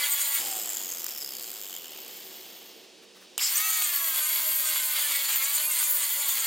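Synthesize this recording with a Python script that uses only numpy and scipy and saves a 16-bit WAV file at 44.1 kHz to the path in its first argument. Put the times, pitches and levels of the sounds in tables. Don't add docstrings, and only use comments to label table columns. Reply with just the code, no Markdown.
import sys
import numpy as np
from scipy import signal
from scipy.fft import rfft, irfft
from scipy.io import wavfile
from scipy.ndimage import uniform_filter1d

SR = 44100
rng = np.random.default_rng(int(sys.argv[2]) if len(sys.argv) > 2 else 0)


def put_to_file(sound):
    columns = np.atleast_2d(sound).T
    safe = np.clip(columns, -1, 1)
    whole_steps = np.round(safe * 32767)
    wavfile.write(sys.argv[1], SR, whole_steps.astype(np.int16))


N = 284886
T = np.arange(N) / SR
OFF_S, STOP_S, ON_S = .405, 2.9, 3.379
RUN_UP_S, WORK_SPEED = .2, 150
MOTOR_TEETH, DISC_TEETH, MAINS_HZ = 11, 37, 60


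def undb(db):
    return 10 ** (np.asarray(db) / 20)

def curve(rows):
    return np.interp(T, *np.transpose(rows))

def noise():
    return rng.standard_normal(N)

def wobble(rate):
    step = max(int(SR / rate), 2)
    return 1.31 * uniform_filter1d(np.repeat(rng.standard_normal(N // step + 1), step), step)[:N]

def unit(x, band=None):
    part = x if band is None else signal.sosfilt(signal.butter(4, band, "band", fs=SR, output="sos"), x)
    return x / np.sqrt(np.mean(part ** 2))

def colour(x, points, size=2048):
    hz, db = np.transpose(points)
    grid = np.maximum(np.fft.rfftfreq(size, 1 / SR), 1)
    cepstrum = irfft(np.log(undb(np.interp(np.log(grid), np.log(hz), db))))
    cepstrum[1:size // 2] *= 2
    cepstrum[size // 2 + 1:] = 0
    return signal.oaconvolve(x, irfft(np.exp(rfft(cepstrum))))[:N]

def ring(x, modes):
    return sum(undb(db) * signal.lfilter(*signal.iirpeak(hz, hz / width, fs=SR), x)
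               for hz, width, db in modes)

def fade(x, seconds):
    return signal.lfilter([1], [1, -np.exp(-1 / (seconds * SR))], x)

def smooth(x, seconds):
    return fade(x, seconds) / (seconds * SR)

def kicks(times, sizes):
    return np.bincount(np.clip(np.asarray(times) * SR, 0, N - 1).astype(int), sizes, N)

def swell(peak_s, rise_s):
    return np.cos(np.pi / 2 * (T - peak_s) / rise_s) ** 2 * (np.abs(T - peak_s) < rise_s)

def swells(rows):
    return sum(undb(db) * swell(peak_s, rise_s) for peak_s, rise_s, db in rows)

def tone(cycles):
    return np.sqrt(2) * np.sin(2 * np.pi * (cycles % 1).astype(np.float32))

def follow(speed, db, per_doubling):
    return undb(db + per_doubling * np.log2(np.maximum(speed, 1) / WORK_SPEED))


# (time [s], speed [turns/s])
FIRST_CUT_SPEED = [(0, 145), (.06, 144), (.14, 142.5), (.36, 140)]
SECOND_CUT_SPEED = [(3.57, 181.5), (3.651, 190.6), (3.741, 191.4), (3.93, 172.5), (4.23, 152.8),
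                    (4.57, 157.1), (4.85, 151.8), (4.98, 150.8), (5.18, 139.5), (5.38, 131.6), (5.6, 149.7),
                    (5.691, 152.5), (5.95, 147.3), (6.08, 143.1), (6.2, 145.3), (6.321, 135.2),
                    (6.46, 133.2)]
def disc_speed(power, braking=37, drag_speed=107):
    run_up = 1 - (1 - np.clip((T - ON_S) / RUN_UP_S, 0, 1)) ** 1.6
    driven = curve(np.vstack([FIRST_CUT_SPEED, SECOND_CUT_SPEED])) * np.where(T < STOP_S, 1, run_up)
    slowing = drag_speed * np.tan(braking / drag_speed * np.maximum(STOP_S - T, 0))
    return power * driven + (1 - power) * slowing

def disc_buzz(turns, odd_db=-7, smear=.2, multiples=range(13, 64)):
    return unit(sum(undb(odd_db * (k % 2) + 4 * wobble(40))
                    * tone(k * turns + rng.random() + smear * wobble(45)) for k in multiples))

# (time [s], level [dB])
FIRST_BITE = [(0.0, -33), (0.048, -32.5), (0.092, -35.5), (0.39, -34)]
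SECOND_BITE = [(3.4, -46), (3.42, -36), (3.57, -33), (3.96, -36), (4.2, -37), (4.33, -33.5), (4.59, -39),
               (4.68, -32), (4.8, -31), (4.84, -38.5), (4.96, -32.5), (5.76, -36.5), (5.79, -32.5),
               (5.96, -40), (6.03, -32), (6.07, -36), (6.43, -35.5), (6.46, -35)]
# (pitch [Hz], level [dB])
WOOD_COLOUR = [(100, -41), (300, -29.5), (600, -14.5), (1000, -4), (1500, -2.5), (2100, 0), (2650, -0.5),
               (3300, 1), (4000, 0), (4600, 2), (5500, -9.5), (7500, -2), (9500, -5.5), (16000, -13.5)]
GRIT_COLOUR = [(2000, -26.5), (5000, -9), (7400, -4), (9300, -9), (10300, -1), (11400, 7), (12600, -1.5),
               (13500, 5), (14600, -5), (15700, 3)]
# (pitch [Hz], width [Hz], level [dB])
DISC_RINGS = [(2130, 110, -2), (3340, 410, -6.5), (4570, 300, -11.5)]
def scrape(speed, contact, buzz):
    bite_db = curve(np.vstack([FIRST_BITE, SECOND_BITE])) + .98 * wobble(25) - 1
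    rasp = colour(contact * noise() + undb(-5) * buzz, WOOD_COLOUR)
    rasp = unit(rasp + ring(rasp, DISC_RINGS), (1200, 5500))
    hiss = unit(colour(contact * noise(), GRIT_COLOUR), (12000, 13600))
    return rasp * undb(bite_db) + hiss * follow(speed, -39, 1.7)

# (pitch [Hz], width [Hz], level [dB])
GUARD_RINGS = [(6000, 60, -33), (6585, 29, -3), (7080, 120, 3), (8175, 72, 6.5)]
# (peak time [s], rise [s], level [dB])
GUARD_FLARES = [(0.124, 0.025, -29), (0.218, 0.018, -26), (0.371, 0.051, -32), (3.578, 0.025, -26),
                (3.734, 0.1, -28.5), (3.84, 0.035, -27), (4.263, 0.07, -31.5), (4.68, 0.055, -28.5),
                (5.334, 0.041, -30.3), (5.45, 0.022, -27), (5.556, 0.04, -28), (5.723, 0.036, -27.5),
                (5.79, 0.029, -26.5), (5.853, 0.037, -27.5), (6.033, 0.033, -29), (6.204, 0.038, -28.5),
                (6.3, 0.027, -32), (6.404, 0.025, -27.5)]
def steel_guard(speed, throb, buzz):
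    singing = undb(-7 - .18 * (speed - WORK_SPEED))
    shaking = (throb * noise() + singing * buzz) / np.sqrt(1 + 2 * singing ** 2)
    ringing = unit(ring(shaking * undb(3.5 * wobble(60)), GUARD_RINGS))
    clamped = unit(ringing / np.sqrt(1 + uniform_filter1d(ringing ** 2, size=400)))
    return clamped * np.hypot(follow(speed, -39, -3.9), undb(-3.5) * swells(GUARD_FLARES))

# (pitch [Hz], width [Hz], level [dB])
CASE_RINGS = [(14150, 70, 3), (14270, 110, 4), (14570, 160, -3), (14900, 250, -11), (15700, 160, -8)]
# (peak time [s], rise [s], level [dB])
CASE_FLARES = [(0.139, 0.034, -31), (0.351, 0.028, -28), (4.852, 0.061, -35), (5.038, 0.037, -40),
               (5.374, 0.044, -28), (5.435, 0.021, -31.0), (5.643, 0.025, -34.5), (5.93, 0.08, -30),
               (6.0, 0.023, -28.6), (6.123, 0.042, -28), (6.304, 0.047, -32.6)]
def gear_case(speed):
    ringing = unit(ring(noise() * undb(2 * wobble(40)), CASE_RINGS))
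    return ringing * np.hypot(follow(speed, -33.5, 4.6), undb(1) * swells(CASE_FLARES))

def grinding(turns, speed):
    flutter = 1 + .2 * np.cos(2 * np.pi * 6 * MAINS_HZ * T)
    throb = (1 + .1 * np.cos(4 * np.pi * turns)) * flutter
    contact = unit(throb * undb(3 * wobble(2500) + 1.42 * wobble(70)))
    buzz = disc_buzz(turns)
    return scrape(speed, contact, buzz) + steel_guard(speed, throb, buzz) + gear_case(speed)

# (multiple of disc speed, level [dB])
HUM_TONES = [(2, -70.5), (4, -60.5), (6, -59.5), (8, -54), (9, -70), (10, -57.5), (11, -86), (12, -57),
             (14, -57.5), (16, -61)]
# (pitch [Hz], width [Hz], level [dB])
HANDLE_RINGS = [(615, 70, -6)]
def disc_hum(turns):
    hum = sum(undb(db + 4 * wobble(24)) * tone(k * turns + .11 * wobble(60)) for k, db in HUM_TONES)
    return undb(-1.5) * (hum + ring(hum, HANDLE_RINGS))

# (multiple of disc speed, level [dB])
WHINE_TONES = [(54, -58), (72, -46), (74, -35), (76, -38)]
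# (pitch [Hz], width [Hz], level [dB])
WHINE_RINGS = [(11160, 660, -6)]
def gear_whine(turns, speed):
    teeth = sum(undb(db + 3 * wobble(25)) * tone(k * turns + .12 * wobble(150)) for k, db in WHINE_TONES)
    speed_db = .38 * np.clip(speed - WORK_SPEED, -30, 12)
    return (undb(-11) * teeth + ring(teeth, WHINE_RINGS)) * undb(speed_db)

# (multiple of disc speed, level [dB])
FREE_TONES = [(10, -43.5), (12, -47), (20, -52), (32, -47), (36, -44), (44, -55)]
def motor(turns, speed, free_speed=189.5):
    hum = disc_hum(turns)
    bright = sum(undb(db + 3 * wobble(20)) * tone(round(k) * turns + .1 * wobble(60))
                 for k, db in FREE_TONES)
    bright *= undb(.36 * np.minimum(speed - free_speed, 0))
    rotor_db = -55 + .2613 * (speed - WORK_SPEED) + 2 * wobble(20)
    rotor = undb(rotor_db) * tone(2 * turns * DISC_TEETH / MOTOR_TEETH + .05 * wobble(50))
    spun_up = np.where(T < STOP_S, 1, np.clip((T - ON_S) / RUN_UP_S, 0, 1) ** 3)
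    return (hum + gear_whine(turns, speed)) * spun_up + bright + rotor

# (pitch [Hz], level [dB])
RUSH_COLOUR = [(18, -74), (30, -44), (129, -31), (185, -13.5), (267, -13.5), (364, -7), (415, -15),
               (448, -7), (735, -17.5), (1340, -23.5), (1780, -20.5), (1970, -21.5), (2770, -14),
               (5440, -17.5), (15000, -38)]
DRONE_TONES = [(193.8, -80), (376.8, -68.5), (452.2, -73.5)]
def far_machinery(power, sink_db=-11.5):
    middle, *sides = [unit(colour(noise(), RUSH_COLOUR), (150, 900)) * undb(-58.5 + wobble(6.24))
                      for _ in range(3)]
    drone = sum(undb(db + 2.5 + 1.945 * wobble(3.7)) * tone(hz * T + .2 * wobble(8))
                for hz, db in DRONE_TONES)
    return (middle + drone + undb(-12) * np.array(sides)) * undb(sink_db * smooth(power, .038))

# (peak time [s], rise [s], level [dB])
JUDDERS = [(0.04, .07, -36.5), (5.1, .14, -39.5), (5.45, .11, -41), (5.64, .09, -46.5), (5.81, .08, -42.5)]
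# (pitch [Hz], width [Hz], level [dB])
JUDDER_RINGS = [(1490, 400, -2), (2120, 730, 0)]
def judder(turns):
    bumps = disc_buzz(turns, odd_db=-19, smear=.16, multiples=range(10, 21))
    return unit(ring(bumps, JUDDER_RINGS)) * swells(JUDDERS)

# (peak time [s], rise [s], pitch [Hz], wobble rate [Hz], level [dB])
SQUEALS = [(0.042, 0.018, 3240, 149, -31), (0.117, 0.028, 8180, 100, -32), (3.393, 0.018, 3020, 805, -31.5),
           (3.45, 0.085, 5130, 798, -30), (3.442, 0.055, 7450, 709, -28.5),
           (3.557, 0.01, 5980, 298.7, -26.5), (5.054, 0.25, 3220, 400, -41)]
def squeals():
    return sum(undb(db) * swell(peak_s, rise_s) * tone(hz * T + .28 * wobble(rate))
               * undb(2 * wobble(rate)) for peak_s, rise_s, hz, rate, db in SQUEALS)

# (below this speed [turns/s], knocks per turn, level [dB])
RATTLE_STAGES = [(200, 1, 0.5), (61, 2, 0), (44, 2, -4), (31, 7, -8.5)]
# (time [s], level [dB])
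HARD_KNOCKS = [(0.6577, -22), (0.6919, -21), (0.7696, -21), (1.043, -18), (1.0644, -18), (1.396, -24.5),
               (1.515, -25), (1.7641, -24.5)]
def knock_force(turns, speed, rebound_count=14, knock_s=.0014, rise_s=.0003):
    below, per_turn, stage_db = np.transpose(RATTLE_STAGES)
    stage = (speed[:, None] < below[1:]).sum(axis=1)
    beats = np.cumsum(np.gradient(turns) * np.round(per_turn)[stage])
    times = T[1:][np.diff(np.floor(beats + .04 * wobble(60))) > 0]
    halfway = times[:-1] + np.diff(times) / 2
    early = (times[:-1] > OFF_S) & (times[:-1] < 1.4)
    times = np.concatenate([times, rng.choice(halfway[early], size=rebound_count, replace=False)])
    hard_s, hard_db = np.transpose(HARD_KNOCKS)
    times = times[np.abs(times[:, None] - hard_s).min(axis=1) > .008]
    strength = follow(speed, -31.5, 1.4) * undb(stage_db[stage])
    sizes = np.interp(times, T, strength) * undb(1.3 * rng.standard_normal(len(times)))
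    hits = kicks(times, sizes) + kicks(hard_s, undb(hard_db - 6))
    return smooth(fade(hits, knock_s), rise_s)

# (pitch [Hz], level [dB])
GEAR_COLOUR = [(300, -23), (1500, -8), (3200, -11.5), (4100, -34.5), (5000, 1), (5800, -11.5), (7300, 6),
               (8700, -6.5), (9900, -9.5), (11500, 0.5), (12500, -5), (14400, 5), (15800, -10.5)]
def gear_rattle(speed, force):
    clatter = unit(colour(noise(), GEAR_COLOUR), (6000, 13000)) * (force + follow(speed, -35.5, 15.6))
    return clatter + undb(-8) * force * unit(ring(noise(), CASE_RINGS))

# (pitch [Hz], width [Hz], level [dB])
CHIRP_RINGS = [(3030, 360, 1), (5080, 490, -0.5), (6670, 340, -0.5), (7540, 600, -3.5)]
def tooth_chirps(turns, speed, force):
    cycles = 2 * DISC_TEETH * turns + .23 * wobble(700)
    teeth = tone(cycles) + undb(-6) * tone(2 * cycles)
    chirps = teeth * smooth(force, .00037) * follow(speed, 8.3, 4.2)
    return .11 * chirps + ring(chirps, CHIRP_RINGS)

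# (pitch [Hz], level [dB])
BEARING_COLOUR = [(200, -18), (700, 2), (1500, -8), (2100, -1.5), (2500, -3), (3100, 7), (4100, 0.5),
                  (5000, 2), (5800, -3), (7100, -6), (9500, -8), (13500, -22), (16000, -21)]
# (pitch [Hz], width [Hz], level [dB])
IDLE_RINGS = [(6550, 60, -3), (11650, 160, -7), (14230, 350, 0)]
def coasting(turns, speed, crawl_speed=18):
    force = knock_force(turns, speed)
    knocks = gear_rattle(speed, force) + tooth_chirps(turns, speed, force)
    bearing_gain, fan_gain = follow(speed, -53, -.59), follow(speed, -36.5, 20.5)
    rub = unit(colour(noise() * undb(2 * wobble(200)), BEARING_COLOUR), (1500, 4500))
    rub *= np.hypot(bearing_gain, fan_gain)
    whoosh = unit(colour(noise(), RUSH_COLOUR), (150, 900)) * follow(speed, -47.5, 18.4)
    gears = unit(ring(noise() * undb(2 * wobble(150)), IDLE_RINGS)) * follow(speed, -45, 1.52)
    motor_turns = turns * DISC_TEETH / MOTOR_TEETH
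    rotor = undb(-49 + 2 * wobble(58.6)) * swell(.53, .27) * tone(2 * motor_turns + .053 * wobble(80))
    whistle = undb(-54) * swell(1.15, .62) * tone(48 * motor_turns)
    dying_away = np.clip(speed / crawl_speed, 0, 1) ** .64
    return (knocks + rub + whoosh + gears + rotor + whistle) * dying_away

# (peak time [s], length [s], level [dB])
HAND_STROKES = [(3.036, 0.058, -57), (3.166, 0.073, -56), (3.227, 0.094, -54.5)]
def hand():
    swish = unit(colour(noise(), [(300, -12), (1200, 6), (5000, -1), (14000, -5)]))
    return swish * sum(undb(db) * swell(peak_s, length / 2) for peak_s, length, db in HAND_STROKES)

def start_clack(level_db=-19, decay_s=.002):
    burst = unit(colour(noise(), WOOD_COLOUR) + colour(noise(), GEAR_COLOUR))
    return undb(level_db) * fade(kicks([ON_S], [1.]), decay_s) * burst

# (pitch [Hz], level [dB])
SCATTER_COLOUR = [(200, -5.5), (1000, -10), (2200, -20), (4500, -30.5), (8000, -14), (14000, -11)]
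def outdoors(x, decay_s=.078, echo_db=-12, size=8192):
    tails = rng.standard_normal((2, size)) * np.exp(-T[:size] / decay_s)
    middle, side = (signal.oaconvolve(x, tail / np.linalg.norm(tail))[:N] for tail in tails)
    return x + undb(echo_db) * middle + colour(side, SCATTER_COLOUR) * np.array([[1], [-1]])

def scene(release_s=.035, lean_left_db=.57):
    power = np.maximum(np.clip((OFF_S - T) / release_s + .5, 0, 1), T > ON_S)
    speed = disc_speed(power)
    turns = np.cumsum(speed * (1 + .00155 * wobble(30))) / SR
    working = grinding(turns, speed) + judder(turns) + motor(turns, speed) + squeals()
    grinder = power * working + np.sqrt(1 - power ** 2) * coasting(turns, speed)
    near = outdoors(grinder + start_clack() + hand())
    balance = undb(np.array([[lean_left_db], [-lean_left_db]]) / 2)
    return near * balance + far_machinery(power)

# (pitch [Hz], width [Hz], level [dB])
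RIGHT_BAND = [(473, 890, -8)]
def record(dry, top_hz=15850):
    tilted = dry + ring(dry.mean(axis=0), RIGHT_BAND) * np.array([[-1], [1]])
    return signal.sosfilt(signal.ellip(12, .1, 80, top_hz, fs=SR, output="sos"), tilted)


dry = scene()
out = record(dry)
put_to_file(out)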